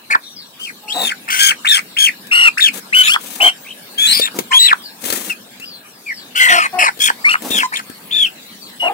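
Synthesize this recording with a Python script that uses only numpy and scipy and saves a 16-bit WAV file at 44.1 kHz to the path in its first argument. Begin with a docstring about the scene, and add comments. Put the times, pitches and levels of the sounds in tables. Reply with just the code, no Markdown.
"""Young hens in a yard

Young hens call close by in hoarse, trilling squeaks: a whistle that rasps where the membranes flap
unevenly. The nearest is on the left, and its loudest squeaks overload the recorder. An older hen
clucks low, feet scrape the grit and beaks tap. Small birds chirp far off, the ground and a low wall
throw short echoes, and traffic hums under a hiss of leaves."""
import sys
import numpy as np
from scipy import signal
from scipy.fft import rfft, irfft
from scipy.io import wavfile
from scipy.ndimage import uniform_filter1d

SR = 44100
rng = np.random.default_rng(int(sys.argv[2]) if len(sys.argv) > 2 else 0)


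def file_out(sig):
    """Save sig as 16-bit WAV at sys.argv[1]."""
    # one column per channel
    cols = np.atleast_2d(sig).T
    # limit, then scale
    lim = np.clip(cols, -1, 1)
    pcm = np.round(lim * 32767).astype(np.int16)
    wavfile.write(sys.argv[1], SR, pcm)


N = 393813


def squeak(t, pitch, whistle_db, rasp_db, trill, half, treble_db, trill_hz=50.33, split_hz=4350):
    """A young hen's trilling whistle; where the membranes flap unevenly it smears and rasps."""
    # Windpipe resonances that the whistle rings as it crosses them. Each row: frequency in Hz, gain in dB.
    resonances = [(700, -12), (1100, 18.5), (1500, 12), (2000, 1), (2250, -1), (2480, 0.5), (2700, -2),
                  (2900, -2.5), (3600, 4.5), (5000, 0)]
    # Windpipe and beak colour of the rasp and treble. Each row: frequency in Hz, gain in dB.
    windpipe = [(250, -11), (700, 8.5), (1050, 8), (1700, 8.5), (3600, 7.5), (4150, 22), (4600, -6),
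                (5300, 0), (6000, -8), (6900, -4), (8100, -1), (9300, -5.5), (10200, -5.5), (11700, -17),
                (14500, -10), (16000, -2.5)]
    n = len(t)
    trill, half = np.clip([trill, half], 0, 1)
    rough = np.clip((rasp_db - whistle_db + 13.5) / 12, 0, .9)

    # Each trill note arches in pitch, sweeps steeply where the call glides and dips in level at its ends.
    beat = (np.cumsum(trill_hz * (1 + 0.089 * drift(n, 28.6))) / SR) % 1
    arch = np.sin(np.pi * beat) ** .6
    hz = np.interp(t + 2.166 * trill * (beat - .5) / trill_hz, t, pitch)
    hz = uniform_filter1d(hz * (1 + 0.14 * trill * (arch - .75)), size=40)
    turns = np.cumsum(hz * (1 + 0.012 * drift(n, 810) + 0.0112 * rough * drift(n, 46.7))) / SR
    gliding = np.clip(uniform_filter1d(abs(np.gradient(pitch)) * SR, size=300) / 40000, 0, 1)
    depth = trill + 0.35 * (1 - trill) * gliding  # swoops break into separate notes
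    throb = (1 - depth + depth * arch ** (0.62 + 1.12 * gliding)) / (1 - 0.055 * depth)
    smear = rough * noise_band(turns, 160 + 1400 * rough.mean() ** 4)
    whistle = np.sqrt(2 - 2 * rough ** 2) * np.sin(2 * np.pi * turns) + smear

    catch = amp(3.2 * drift(n, 15.6))  # the half-pitch bands catch and let go
    below = half * catch * noise_band(turns / 2, 78.5) + 0.33 * noise_band(.72 * turns, 295)
    below += (0.094 + 0.11 * rough) * noise_band(0.57 * turns, 1340)  # a broad wash under the whistle
    between = sum(noise_band(k * turns / 2, 223) * amp(2.46 * drift(n, 21.3)) * (k * hz < .7 * SR)
                  for k in (5, 7, 9))
    between += 0.86 * catch * noise_band(1.58 * turns, 254)  # a nasal band over the whistle
    # Each overtone comes and goes as the beak moves.
    overtones = sum(rough_tone(k * turns, rough, 620) * (k * hz < .35 * SR) * amp(2.1 * drift(n, 23.0))
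                    for k in range(2, 6))
    hiss = rng.standard_normal(n) * amp(2.3 * drift(n, 130))
    rasp = evened(below) + 0.25 * hiss + 0.3 * (1 - gliding) * overtones
    rasp = colour(rasp, windpipe, hi_hz=split_hz) * (1 - 0.33 * gliding)
    treble = overtones + half * between + 0.6 * hiss
    treble = colour(treble, windpipe, lo_hz=split_hz) * (1 - 0.7 * gliding)

    height = hz / hz.max()
    effort = np.hypot(0.65 * amp(whistle_db), amp(rasp_db)) * height ** 1.4  # brightest at the top
    voice = amp(whistle_db + curve(resonances, hz)) * whistle
    voice += amp(rasp_db) * height ** 0.27 * rasp
    voice += amp(treble_db + 5.5) * effort * treble
    attack_s, release_s = 0.019, 0.011
    edges = np.clip(t / attack_s, 0, 1) * np.clip((t[-1] - t) / release_s, 0, 1)
    return voice * throb * np.sin(np.pi / 2 * edges) ** 2


def contour(length, fall, from_hz, first_hz, last_hz, to_hz, first_db, last_db, first_rasp, last_rasp):
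    """A squeak's pitch swoops in, holds on a slight arch and slides away; both ends are hoarser."""
    swoop_hz_per_s, arch_per_s = 50000, .25
    t = np.arange(0, length, 1 / SR)
    rise = np.clip(abs(first_hz - from_hz) / swoop_hz_per_s, .002, 0.69 * length)
    fall = np.clip(fall, .002, 0.53 * length)
    knees, hold = [0, rise, length - fall, length], length - rise - fall
    bulge = 1 + arch_per_s * hold * np.sin(np.pi * np.clip((t - rise) / hold, 0, 1))
    pitch = np.interp(t, knees, [from_hz, first_hz, last_hz, to_hz]) * bulge
    whistle_db = np.interp(t, knees, [first_db + 2.5, first_db, last_db, last_db])
    whistle_db -= 9.5 * np.clip(1 - (length - t) / fall, 0, 1) ** 2
    hoarse_db = np.interp(t, knees, [first_rasp + 6, first_rasp, last_rasp, last_rasp + 4.5])
    return t, pitch, whistle_db, whistle_db + hoarse_db


def cluck(length, hz, end_hz, db, rough):
    """The older hen: a low stack of overtones, blurred by uneven pulses and shaped by the throat."""
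    # Throat colour. Each row: frequency in Hz, gain in dB.
    throat = [(200, -5.5), (400, -6), (720, 14), (1050, 2), (1500, -8), (3000, -14.5)]
    glide = np.linspace(hz, end_hz, round(length * SR))
    turns = np.cumsum(glide * (1 + 0.0885 * rough * drift(len(glide), 79))) / SR
    stack = sum(rough_tone(k * turns, rough, 197) for k in range(1, 9))
    return amp(db) * colour(stack, throat) * signal.windows.tukey(len(glide), .5)


def scrape(length, top_s, grit_db, thud_db):
    """Grains of grit crunch under a claw while the foot thuds on the earth."""
    # Colours of bright grit and dull earth. Each row: frequency in Hz, gain in dB.
    crunch = [(290, -33), (500, 1.5), (3670, 8.5), (4360, 3), (7020, 9), (15800, 8)]
    earth = [(90, -69), (200, -2.5), (450, -10.5), (900, -16.0), (2000, -28.0)]
    t = np.arange(0, length, 1 / SR)
    stroke = amp(np.interp(t, [0, top_s, length], [-4.5, 0, -6.5]))
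    grains = rng.standard_normal((2, len(t))) * amp(1.17 * drift(len(t), 730) + 2.6 * drift(len(t), 48))
    grains[1] = .5 * np.roll(grains[0], 21) + 0.35 * grains[1]  # later and softer on the right
    grit = colour(grains, crunch) * amp([[4], [-2]]) * amp(grit_db)
    thud = colour(rng.standard_normal(len(t)) * amp(3.7 * drift(len(t), 26.4)), earth) * amp(thud_db)
    return (grit + thud) * stroke * signal.windows.tukey(len(t), .45)


def tap(db, knock_db):
    """A beak or a kicked stone strikes: a short crack of grit and a dull knock."""
    t = np.arange(1800) / SR
    tick = rng.standard_normal(len(t)) * amp(-60 * t / 0.033) * 0.3
    knock = amp(knock_db) * np.sin(2 * np.pi * rng.uniform(250, 540) * t) * amp(-60 * t / 0.013)
    return amp(db) * (tick + knock) * np.minimum(t / 0.0015, 1)


def chirp(length, hz, end_hz, db):
    """A small bird's falling whistle, blurred by distance and scattered echoes."""
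    glide = np.linspace(hz, end_hz, round(length * SR))
    tone = noise_band(np.cumsum(glide) / SR, 310) * signal.windows.tukey(len(glide), .5)
    echoes = rng.standard_normal(3500) * amp(-60 * np.arange(3500) / SR / 0.21)
    return amp(db) * evened(signal.fftconvolve(tone, echoes))


def walls(x, t60=0.11):
    """Scattered echoes from the ground and the low wall."""
    t = np.arange(8000) / SR
    echoes = rng.choice([-1., 1.], (2, len(t))) * (rng.random((2, len(t))) < .05)
    echoes *= amp(-60 * t / t60) * (t > .002)
    return signal.fftconvolve(x.mean(0)[None], echoes / np.linalg.norm(echoes[0]), axes=1)[:, :N]


def yard():
    """Low hum of far traffic under a hiss of leaves, in drifting patches."""
    # Colour of the bed. Each row: frequency in Hz, gain in dB.
    tone = [(24, -36), (60, -20), (125, -11.5), (208, 4), (311, -4), (1200, -9), (1500, -11.5), (1660, -5),
            (1850, -12), (4190, -8.5), (6240, -16.5), (8220, -13), (11700, -16.5), (15800, -12.5)]
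    # Its stereo image. Each row: frequency in Hz, left-right correlation.
    image = [(60, 0.81), (240, 0.96), (950, 0.098), (3770, -0.19), (15000, 0.095)]
    # Its slow swell. Each row: time in seconds, level in dB.
    swell = [(0, -42), (1.5, -37), (3.3, -38), (4.2, -35), (5.8, -40.5), (7.2, -36), (8.2, -37),
             (8.93, -37.5)]
    frames, hz = N // 256 + 5, np.fft.rfftfreq(1024, 1 / SR)
    a, b, c, d, patches = rng.standard_normal((frames, 513, 5)).T
    patches = evened(uniform_filter1d(uniform_filter1d(patches, 10, 0), 10, 1))
    left, apart = a + 1j * b, c + 1j * d
    alike = curve(image, hz)[:, None]
    spectra = np.array([left, alike * left + np.sqrt(1 - alike ** 2) * apart])
    flicker_db = 4.93 * patches * np.clip(hz / 1500, .4, 1)[:, None]  # the hum is steadier than the hiss
    spectra *= amp(curve(tone, hz)[:, None] + flicker_db)
    spectra[1] *= amp(-3.5 * np.clip(hz / 10000, 0, 1))[:, None]  # duller on the right
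    bed = evened(signal.istft(spectra, nperseg=1024, noverlap=768)[1][:, :N])
    return amp(np.interp(np.arange(N) / SR, *np.transpose(swell))) * bed


def amp(db):
    """Gain of a level in dB."""
    return 10 ** (np.asarray(db) / 20)


def evened(x):
    """Scales to rms 1."""
    return x / np.sqrt(np.mean(x ** 2) + 1e-20)


def curve(points, hz):
    """Reads a table along a log-frequency axis."""
    f, value = np.transpose(points)
    return np.interp(np.log(hz + 1), np.log(f + 1), value)


def colour(x, points, lo_hz=0, hi_hz=SR):
    """Equalises x and keeps it to a band, at rms 1."""
    hz = np.fft.rfftfreq(x.shape[-1], 1 / SR)
    return evened(irfft(rfft(x) * amp(curve(points, hz)) * (hz >= lo_hz) * (hz < hi_hz), x.shape[-1]))


def drift(length, hz):
    """Random wander of rms 1 up to about hz."""
    return evened(signal.lfilter(*signal.butter(4, hz, fs=SR), rng.standard_normal(length + 2000))[2000:])


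def noise_band(turns, width_hz):
    """A band of noise that rides on an oscillation."""
    a, b = drift(len(turns), width_hz / 2), drift(len(turns), width_hz / 2)
    return a * np.cos(2 * np.pi * turns) + b * np.sin(2 * np.pi * turns)


def rough_tone(turns, rough, width_hz):
    """A pure partial that blends into a noise band as rough goes from 0 to 1."""
    return (1 - rough) * np.cos(2 * np.pi * turns) + rough * noise_band(turns, width_hz)


def place(mix, start, sound, lag_ms, left_db, shade=0.68):
    """Pans a sound by time and level, duller on the right; a negative lag puts the left first."""
    left = sound * amp(left_db / 2)
    right = signal.lfilter([1 - shade], [1, -shade], sound) * amp(-left_db / 2)
    for channel, late_ms, part in ((0, 0.005, left), (1, -lag_ms, right)):
        slot = mix[channel, round((start + late_ms / 1000) * SR):][:len(part)]
        slot += part[:len(slot)]


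def scene():
    """Hens, beaks, feet and far birds, with their echoes, over the bed of the yard."""
    # Squeaks and voice breaks. Each row: start, length and closing slide in seconds; pitch in Hz at the
    # onset, start of hold, end of hold and finish; whistle drive in dB at the start and end of the hold;
    # rasp over that drive in dB at both; left lag in ms; trill depth and half-pitch bands from 0 to 1;
    # treble trim in dB.
    squeaks = [ (0.098, 0.071, 0.044, 1713, 2270, 2400, 940, -8.5, -12.5, -4, -8, -0.35, 0.62, 0.18, -11.5),
               (0.588, 0.13, 0.089, 2730, 2880, 3120, 1650, -28.5, -24, -26, -30, -.8, 0.63, 0.45, -5.5),
               (0.873, 0.066, 0.0067, 2240, 2540, 3480, 4500, -22, -19.5, -21, -27, -0.38, 0.5, 0.8, -2),
               (0.912, 0.22, 0.055, 2930, 3860, 3450, 1500, -27.5, -18, -10, -5, -0.44, 0.62, 0.1, -0.5),
               (1.276, 0.14, 0.0068, 1594, 3000, 2970, 2100, -19.5, -21, 0.5, 2, -0.4, 0.53, 0.3, -4),
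               (1.383, 0.15, 0.03, 3225, 3150, 3090, 1600, -10.5, -10, -5, -6, -0.47, 0.5, 0.39, -2.5),
               (1.643, 0.16, 0.036, 1510, 3730, 3100, 1800, -11, -10.5, -9.5, -2, -0.47, 0.62, 0.55, -3),
               (1.961, 0.14, 0.044, 2066, 3270, 3170, 1870, -10.5, -6, -15.5, -20, -0.43, 0.72, .28, -7),
               (2.307, 0.19, 0.024, 2074, 2750, 2720, 2420, -5, -3, -15.5, -10, -0.24, 0.61, 0.19, -18),
               (2.569, 0.026, 0.0043, 1195, 2700, 2760, 2100, -11.5, -9, -12, -16, -0.61, 0.18, 0, 1),
               (2.589, 0.022, 0.005, 1250, 2300, 3000, 1700, -10.5, -1, -13, -12, -0.41, 0.12, 0, 6),
               (2.6, 0.1, 0.035, 3140, 3710, 3180, 2230, -10.5, -5.5, -9, -20, -0.41, 0.72, 0.26, -8.5),
               (2.923, 0.11, 0.0049, 1807, 2930, 3020, 4100, -5, -1, -13.5, -14, -.27, 0.29, 0.37, -13),
               (3.024, 0.07, 0.017, 3280, 3260, 3600, 3500, -16, -17.5, -2, 1, -0.31, 0.5, 0.23, -6.5),
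               (3.069, 0.1, 0.025, 2930, 2360, 3360, 1090, -4.5, -10, -21, -5.5, -0.19, 0.58, 0.47, -5.5),
               (3.397, 0.11, 0.021, 2074, 2980, 3090, 2570, -5, -6, -14, -8.5, -0.25, 0.48, 0.24, -14.5),
               (3.641, 0.097, 0.021, 2600, 2050, 3120, 2550, -36.5, -26.5, -29, -33, 0.01, 1, .01, -33),
               (3.972, 0.11, 0.0043, 2750, 3270, 3420, 4800, -13.5, -11.5, -12.5, -11, -0.46, 0.21, 0.15, -7),
               (4.062, 0.079, 0.0091, 3560, 3840, 4180, 4950, -13.5, -12.5, -7, -3.5, -.48, 0.3, 0.01, -0.5),
               (4.122, 0.1, 0.019, 4440, 4700, 4700, 3500, -10.5, -17, -3.5, -3, -0.41, 0.66, 0.12, -7),
               (4.208, .082, 0.019, 3970, 3600, 3640, 1400, -10, -23.5, -14.5, 0.5, -0.38, 0.5, 0.19, -5),
               (4.51, 0.084, 0.008, 1890, 3210, 3350, 2100, -7.5, -4.5, -7, -34, -0.4, 0.03, 0.13, -12.5),
               (4.582, .16, 0.072, 3373, 3800, 3950, 910, -8, -7.5, -18.5, -10, -0.37, 0.43, 0.25, -7.5),
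               (5.293, 0.041, 0.021, 3040, 2860, 2630, 2410, -1, -18, -3, -28, -0.39, 0.1, 0.9, -13.5),
               (5.596, 0.059, 0.0093, 2540, 2500, 2830, 3300, -36, -23.5, -18, -26, .15, 0.6, 0.3, -16),
               (5.825, 0.06, 0.026, 2500, 2300, 2500, 2000, -50, -44, -10, -8, 0.11, 0.4, 0.4, -28),
               (6.055, 0.079, 0.026, 2440, 2500, 2130, 1720, -27.5, -19.5, -36, -24, -0.37, 0.4, 0.6, -20),
               (6.347, 0.13, 0.0193, 2416, 2950, 3000, 2900, -11.5, -16, -6, -2.5, -.34, 0.27, 0.66, -9.5),
               (6.39, 0.17, 0.033, 2280, 2040, 1850, 1700, -5, -12.5, -13.5, -8.5, -0.32, 0.84, 0.12, -15),
               (6.476, 0.2, 0.022, 2334, 2990, 2240, 1750, -9.5, -17, 1, 2, -0.32, 0.58, 0.56, -13.5),
               (6.781, 0.12, 0.043, 2283, 2600, 2360, 1560, -7, -13, -5.5, -1, -0.37, 0.57, 0.46, -10.5),
               (6.994, 0.12, 0.034, 3276, 3260, 3280, 900, -14.5, -12.5, -10.5, -5, -0.36, 0.83, 0.27, -0.5),
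               (7.24, 0.058, 0.0055, 1827, 2060, 2420, 3750, -1.5, -7.5, -28, -8.5, -.2, .42, 0.6, -18.5),
               (7.283, 0.08, 0.021, 2716, 2530, 2880, 1220, -6.5, -12, -10, -9, -0.27, 1, 0.54, -13),
               (7.494, 0.15, 0.053, 2980, 3760, 3180, 1520, -23, -13, -5, -7, -0.34, 0.59, 0.2, -2.5),
               (7.718, 0.052, 0.01, 1387, 2300, 2120, 4000, -17.5, -23, -4.5, -8.5, -0.31, 0.53, 0.3, -2),
               (7.749, 0.06, 0.04, 2565, 3600, 3600, 1300, -16, -25.5, -9, 2, -0.39, 0.5, 0.1, 0),
               (8.102, 0.18, 0.05, 2570, 3500, 3300, 2500, -19, -9, -12, -22, -0.32, 0.51, 0.21, -17),
               (8.793, 0.1, 0.015, 2840, 2880, 2780, 2160, -13.5, -11.5, -21, -18, -0.21, 0.33, 0, -26), ]
    # Low clucks. Each row: start and length in seconds, first and last pitch in Hz, level in dB,
    # roughness from 0 to 1.
    clucks = [(0.814, 0.14, 428, 413, -41, 0.2), (0.93, 0.13, 245.8, 257.7, -24, 0.42),
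              (3.388, 0.11, 388.6, 359, -19, 0.84), (4.502, 0.069, 1060, 1005, -17, 0.16),
              (6.483, 0.13, 356, 341, -19.5, 0.3), (6.723, 0.091, 368, 375.4, -19.5, 0.27),
              (6.804, 0.055, 344, 300, -23.5, 0.52), (7.627, 0.041, 1020, 1008, -16.5, 0.14),
              (8.813, 0.13, 323.5, 421, -18.5, 0.58)]
    # Far birds. Each row: start and length in seconds, first and last pitch in Hz, level in dB.
    chirps = [(.22, 0.14, 5820, 5700, -46), (0.341, 0.091, 5490, 3670, -36.5),
              (0.222, 0.073, 4270, 3480, -39.5), (4.802, 0.1, 5410, 3610, -36.5),
              (5.621, 0.16, 5250, 3900, -37), (5.85, 0.17, 6060, 4300, -51), (6.1, 0.14, 6010, 3440, -38.5),
              (8.462, 0.06, 4630, 3500, -45.5), (8.6, 0.084, 4810, 3780, -39.5)]
    # Beak taps and kicked stones. Each row: start in seconds, gain in dB, knock trim in dB.
    taps = [(2.269, -15, -41), (3.925, -34, -19), (3.9447, -24, -5), (4.1966, 2, -3.5), (4.3879, 5, -5),
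            (5.04, -5, -9), (5.0615, -18.5, 7), (5.1015, 4, -15), (5.1246, 4.5, -13), (5.598, -14, -12),
            (6.973, -18.5, -2), (6.991, -10.5, -9), (7.421, -11, -5), (7.5057, -3, -3.5), (7.898, -15.5, 2)]
    # Feet on grit, and at 0.923 s a dull thud under the older hen's cluck. Each row: start, length and time to
    # the peak in seconds, grit and thud gains in dB.
    scrapes = [(0.923, 0.2, 0.057, -50, -32), (2.725, 0.082, 0.054, -27.5, -35),
               (3.174, 0.26, 0.21, -30.5, -40.5), (4.333, 0.097, 0.05, -41, -26.5),
               (4.989, 0.37, 0.093, -23.5, -31.5), (7.391, 0.26, 0.18, -32, -26.5)]
    mix = np.zeros((2, N))
    for start, *shape, lag_ms, trill, half, treble_db in squeaks:
        call = squeak(*contour(*shape), trill, half, treble_db)
        place(mix, start, call, lag_ms, left_db=-lag_ms)  # a hen on the left is sooner and louder there
    for start, *row in clucks:
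        place(mix, start, cluck(*row), lag_ms=-.1, left_db=0.2)
    for start, *row in chirps:
        place(mix, start, chirp(*row), lag_ms=.1, left_db=-.5)
    for start, *row in taps:
        place(mix, start, tap(*row), lag_ms=-.45, left_db=4)
    for start, *row in scrapes:
        sound = scrape(*row)
        mix[:, round(start * SR):][:, :sound.shape[1]] += sound
    return mix + amp(-5.5) * walls(mix) + yard()


def record(dry):
    """The microphone drops the deep bass, peaks flatten at full scale and the very top is cut."""
    low_cut_hz, high_cut_hz = 100, 15820
    thin = signal.lfilter(*signal.butter(2, low_cut_hz, "high", fs=SR), dry)
    clipped = thin / (1 + thin ** 8) ** (1 / 8)
    lowpass = signal.firwin(767, high_cut_hz, window=("kaiser", 9), fs=SR)
    return signal.oaconvolve(clipped, lowpass[None], "same")


dry = scene()
out = record(dry)
file_out(out)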